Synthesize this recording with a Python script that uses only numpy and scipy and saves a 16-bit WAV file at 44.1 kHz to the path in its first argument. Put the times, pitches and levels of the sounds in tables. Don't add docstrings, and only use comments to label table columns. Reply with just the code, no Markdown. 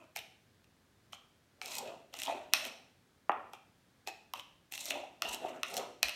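import sys
import numpy as np
from scipy import signal
from scipy.fft import rfft, irfft, next_fast_len
from scipy.io import wavfile
from scipy.ndimage import map_coordinates

SR = 44100
rng = np.random.default_rng(int(sys.argv[2]) if len(sys.argv) > 2 else 0)


def transcribe(u):
    v = np.clip(np.atleast_2d(u).T, -1, 1)
    q = np.round(v * 32767).astype(np.int16)
    wavfile.write(sys.argv[1], SR, q)


N = 271347

# t/s, bottom level/dB, wall level/dB, spoon level/dB, edge level/dB,
# second wall mode f/Hz, second spoon mode f/Hz, hardness/(dB per octave)
LANDINGS = [(0.1618, -43.5, -57, -39, -42, 1320, 2250, 3.5),
            (1.1309, -53, -48.5, -45, -52.5, 1305, 3060, -16),
            (1.6153, -47.5, -50.5, -40.5, -44.5, 1320, 2210, -8.5),
            (2.1398, -48.5, -53, -49, -47, 1330, 2660, -2.5),
            (2.5357, -39, -33.5, -23, -21, 1385, 2458, -2.5), (3.2944, -23, -25, -38, -60.5, 1438, 1976, 2),
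            (3.534, -47, -51.5, -54, -54, 1335, 3058, -1.5), (4.0736, -39.5, -54, -43, -42, 1244, 2445, -4),
            (4.3364, -49, -37, -41, -42.5, 1150, 2820, 2.5), (4.7224, -58, -76, -44, -45, 1350, 2590, 10),
            (5.2209, -46, -35.5, -32, -33, 1335, 2515, -4),
            (5.6321, -56.5, -37, -31.5, -36.5, 1340, 2560, -5),
            (6.0297, -37.5, -40.5, -25, -24, 1270, 2374, -4)]
# t/s, spoon level/dB, edge level/dB, second spoon mode f/Hz
CATCHES = [(0.17, -53, -43.5, 2290), (0.19, -50.5, -51, 2740), (0.643, -68, -71.5, 2500),
           (1.6589, -56, -44, 2540), (1.753, -53, -43, 2800), (1.7836, -45, -38.5, 3250),
           (2.1889, -47, -45.5, 2820), (2.2185, -38, -42.5, 2630), (2.234, -39, -40.5, 3070),
           (2.2614, -42.5, -53, 2970), (2.2713, -39.5, -51, 3230), (2.6516, -41.5, -43.5, 2900),
           (3.3182, -44, -67, 2380), (4.396, -44.5, -55.5, 2830), (4.7373, -42.5, -47.5, 2490),
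           (4.7774, -41.5, -47, 2650), (4.856, -51.5, -40.5, 3060), (4.9067, -31, -49, 2526),
           (4.92, -40, -51, 2770), (5.3457, -44, -41.5, 2790), (5.7411, -52, -42.5, 3200),
           (5.7676, -41.5, -36, 2720), (5.776, -40.5, -49, 3110), (6.0843, -35.5, -44, 2590),
           (6.094, -42, -43, 2800)]

def taps():
    track = np.zeros(N)
    for s, *blow in LANDINGS:
        add(track, s, contact(*blow))
    for s, spoon_db, edge_db, spoon_hz in CATCHES:
        bottom_db, wall_db = spoon_db - 16.5, spoon_db - 21
        tick = contact(bottom_db, wall_db, spoon_db, edge_db, WALL_MODES[1][0], spoon_hz, hardness_db=.5)
        add(track, s, tick)
    return track


# f/Hz, bandwidth/Hz, relative level/dB
BOTTOM_MODES = [(520, 300, -10), (742, 230, 0), (823, 120, -2)]
WALL_MODES = [(1190, 170, 1.5), (1406, 170, 2), (1625, 260, -4.5)]
SPOON_MODES = [(1922, 370, 1.5), (2514, 180, 5), (2716, 220, 7), (3510, 380, 2.5)]
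EDGE_MODES = [(4010, 270, -4.5), (4480, 540, -0.5), (5277, 200, -5.5), (5860, 400, -0.5), (6760, 1700, 1.5),
              (8414, 350, -7), (9335, 350, -8.5), (10840, 410, -9.5), (12400, 590, -1), (14070, 2700, 0.5)]

def contact(bottom_db, wall_db, spoon_db, edge_db, wall_hz, spoon_hz, hardness_db):
    damping = 1 + amp(bottom_db + 28)
    bottom = amp(bottom_db) * ring(BOTTOM_MODES, damping=damping)
    wall = amp(wall_db) * ring(WALL_MODES, pitch=wall_hz / WALL_MODES[1][0], damping=damping)
    spoon = amp(spoon_db) * ring(SPOON_MODES, pitch=spoon_hz / SPOON_MODES[1][0])
    edge = amp(edge_db) * ring(EDGE_MODES, tilt_db=hardness_db)
    return np.sqrt(SR / 200) * (bottom + wall + spoon + edge)


def ring(modes, pitch=1, tilt_db=0, damping=1, spread_db=1.2, detune=.012):
    hz, width, db = np.transpose(modes)[:, :, None]
    t = np.arange(SR // 20) / SR
    strength, shift = rng.standard_normal((2, len(modes), 1))
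    polarity = (-1) ** np.arange(len(modes))[:, None]
    gain = amp(db + spread_db * strength + tilt_db * np.log2(hz / hz[0]))
    waves = np.sin(2 * np.pi * hz * pitch * (1 + detune * shift) * t)
    decay = np.exp(-np.pi * width * damping * t)
    sound = np.sum(polarity * gain * waves * decay, axis=0)
    band = [.78 * hz.min() * pitch, min(1.22 * hz.max() * pitch, .45 * SR)]
    sound = signal.sosfilt(signal.butter(2, band, "bandpass", fs=SR, output="sos"), sound)
    return sound / np.linalg.norm(sound)


# f/Hz, relative level/dB
GRIT_SPECTRUM = [(600, -35), (1300, -9.5), (1700, -17), (3000, -9.5), (4100, -2.5), (4800, -12.5),
                 (5600, -4.5), (7200, -2.5), (8600, -4.5), (10200, -10), (11600, -7), (12800, -4),
                 (14000, -10), (16000, -17.5)]
# f/Hz, bandwidth/Hz, relative level/dB
JUDDER_MODES = [(254.8, 53, -15), (364, 65, -13), (557.7, 89, -8.5), (641, 106, 0.5), (717.3, 190, 1.5),
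                (921, 140, -6), (1349, 320, -7.5)]

def stirring():
    judder, scrape, grit = strokes()
    clumps = amp(3.3 * wobble(130))
    powder = amp(-11.5) * rng.standard_normal(N)
    crunch = unit(clumps * coloured(crumbs() + powder, GRIT_SPECTRUM))
    edge_slips = clumps * slips(rate=810, spread_db=1.5, smooth_db=-15.5)
    rasp = rubbed(edge_slips, EDGE_MODES, spread_db=5.5, detune=.029)
    spoon_slips = clumps * slips(rate=1400, spread_db=7, smooth_db=-19)
    steel = rubbed(spoon_slips, SPOON_MODES, spread_db=2.5, detune=.052)
    bowl_slips = slips(rate=400, spread_db=2.5, smooth_db=-15)
    bowl = rubbed(bowl_slips, JUDDER_MODES, spread_db=3.3, detune=.0089)
    crushing = amp(3.5) * crunch + amp(-5.5) * rasp
    return grit * crushing + amp(.5) * scrape * steel + amp(5) * judder * bowl


# t/s, duration/s, final relative grit level/dB, grit swell/dB, relative scrape level/dB
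SWEEPS = [(0, 0.041, -77, 19.5, -62.5), (0.152, 0.049, -66, -11, -53.5), (1.12, 0.024, -58, -1, -59.5),
          (1.611, .18, -47, 13, -54), (2.124, 0.13, -48.5, 18.5, -56.5), (2.522, 0.16, -56, 8.5, -49.5),
          (3.522, .03, -70, 2.5, -57.5), (4.063, 0.031, -57.5, 0.5, -50), (4.348, 0.053, -60, 10.5, -56.5),
          (4.71, 0.2, -47.5, 9.5, -59), (5.231, 0.12, -48.5, 17, -48.5), (5.646, 0.14, -45.5, 22, -59),
          (6.02, 0.088, -67, -4, -51)]
# firmest t/s, relative judder level/dB, pressing time constant/s, easing time constant/s
DRAGS = [(0.02, -63, 0.09, 0.023), (1.905, -52.5, 0.17, 0.045), (2.29, -43, 0.022, .065),
         (2.66, -60, .02, 0.078), (4.96, -48.5, 0.076, 0.052), (5.255, -51.5, 0.031, 0.11),
         (5.459, -47.5, 0.039, 0.078), (5.796, -48, 0.079, 0.056)]

def strokes(attack_s=.012, release_s=.0055):
    t = np.arange(N) / SR
    judder, scrape, grit = np.zeros((3, N))
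    for start, length, grit_db, swell_db, scrape_db in SWEEPS:
        release = np.exp(-np.maximum(t - start - length, 0) / release_s)
        touch = np.clip((t - start) / attack_s, 0, 1) * release
        still_to_go = np.clip(1 - (t - start) / length, 0, 1)
        grit += touch * amp(grit_db - swell_db * still_to_go)
        scrape += touch * amp(scrape_db)
    for firmest, db, press_s, ease_s in DRAGS:
        since = t - firmest
        judder += amp(db) * np.exp(-np.where(since < 0, (since / press_s) ** 2, since / ease_s))
    return (np.hypot(judder, amp(-9.5) * scrape),
            np.hypot(scrape, amp(-7) * judder),
            np.hypot(grit, amp(-18.5) * judder))


def crumbs(count=12000, centre_hz=7400, decay_cycles=1.8):
    start = rng.integers(N, size=(count, 1))
    hz = np.clip(centre_hz * np.exp(.5 * rng.standard_normal((count, 1))), 2000, 14500)
    size = amp(1.5 * np.minimum(rng.exponential(size=(count, 1)), 3))
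    step = np.arange(SR // 300)
    cycles = hz * step / SR
    ticks = size * np.sin(2 * np.pi * cycles) * np.exp(-cycles / decay_cycles)
    return unit(np.bincount((start + step).ravel(), ticks.ravel(), N)[:N])


def slips(rate, spread_db, smooth_db):
    happens = rng.random(N) < rate / SR
    size = amp(spread_db * np.minimum(rng.exponential(size=N), 3))
    kicks = happens * size * rng.choice([-1, 1], N)
    return unit(unit(kicks) + amp(smooth_db) * rng.standard_normal(N))


def rubbed(kicks, modes, spread_db, detune, stay_s=.07):
    track, block = np.zeros(N), round(stay_s * SR)
    for start in range(0, N, block):
        response = ring(modes, spread_db=spread_db, detune=detune)
        add(track, start / SR, signal.fftconvolve(kicks[start:start + block], response))
    return unit(track)


# t/s, peak level/dB, f/Hz
BOWL_SWINGS = [(2.278, -30, 864), (2.282, -32.5, 673), (2.297, -27, 710.5), (2.323, -29.5, 653),
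               (3.297, -35.5, 331), (4.084, -36.5, 776), (4.955, -34.5, 780), (5.035, -36, 733),
               (5.448, -32.5, 706)]

def bowl_swings(rise_s=.0027):
    track, t = np.zeros(N), np.arange(SR // 25) / SR
    swell = (t / rise_s * np.exp(1 - t / rise_s)) ** 2
    for s, db, hz in BOWL_SWINGS:
        add(track, s, amp(db) * swell * np.sin(2 * np.pi * hz * t))
    return track


# t/s, level before the envelope/dB
BUMPS = [(5.279, -46.5), (6.04, -42.5)]

def bumps(hz=60, t60_s=.14, attack_s=.012):
    track, t = np.zeros(N), np.arange(SR // 3) / SR
    envelope = (1 - np.exp(-t / attack_s)) ** 2 * np.exp(-np.log(1000) * t / t60_s)
    for s, db in BUMPS:
        add(track, s, amp(db) * envelope * np.sin(2 * np.pi * hz * t))
    return track


# f/Hz, T60/s
KITCHEN_T60 = [(200, 0.88), (700, 0.5), (2600, 0.5536), (5000, .56), (9000, .5), (15000, 0.32)]
# f/Hz, level/dB
REVERB_SPECTRUM = [(200, -9.5), (250, -2.5), (700, -4), (1300, -4), (2600, -3), (6000, -8.5),
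                   (14000, -12.5)]

def kitchen(x, first_wall_s=.005, early_s=.02):
    wet, block = np.zeros(N), SR // 3
    for start in range(0, N, block):
        hz, t, noise = signal.stft(rng.standard_normal(SR * 3 // 4), SR, nperseg=256)
        early = 1 + .45 * np.exp(-t / early_s)
        decay = early * np.exp(-np.log(1000) * t / along(KITCHEN_T60, hz)[:, None])
        decay /= np.sqrt(np.sum(decay ** 2, axis=1, keepdims=True) * t[1] * SR)
        gain = amp(along(REVERB_SPECTRUM, hz))[:, None]
        tail = signal.istft(noise * decay * gain, SR, nperseg=256)[1]
        add(wet, start / SR + first_wall_s, signal.fftconvolve(x[start:start + block], tail))
    return wet


# f/Hz, relative level/dB
FLOOR_SPECTRUM = [(15, -62), (25, -30.5), (45, -13.5), (102, -5), (161, -7.5), (190, -8), (256, -9.5),
                  (301, -11.5), (451, -15), (936, -20.5), (1650, -19.5), (2610, -25), (3430, -24),
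                  (16000, -37)]

def room_floor(level_db=-69.5):
    return amp(level_db + .36 * wobble(6)) * unit(coloured(rng.standard_normal(N), FLOOR_SPECTRUM))


def amp(db):
    return 10 ** (np.asarray(db) / 20)


def unit(x):
    return x / np.sqrt(np.mean(x ** 2) + 1e-20)


def along(points, hz):
    f, v = np.transpose(points)
    return np.interp(np.log(hz + 1), np.log(f + 1), v)


def wobble(rate):
    knots = rng.standard_normal(int(N * rate / SR) + 4)
    return map_coordinates(knots, [np.arange(N) * rate / SR])


def filtered(x, response):
    size = next_fast_len(len(x) + 8192)
    return irfft(rfft(x, size) * response(np.fft.rfftfreq(size, 1 / SR)), size)[:len(x)]


def coloured(x, spectrum):
    return filtered(x, lambda hz: amp(along(spectrum, hz)))


def add(track, s, sound):
    start = round(s * SR)
    part = track[start:start + len(sound)]
    part += sound[:len(part)]


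def scene():
    spoon = taps() + bowl_swings() + stirring()
    return (spoon + kitchen(spoon) + bumps() + room_floor())[None]


def record(dry, top_hz=16200):
    return np.array([filtered(channel, lambda hz: 1 / (1 + (hz / top_hz) ** 120)) for channel in dry])


dry = scene()
out = record(dry)
transcribe(out)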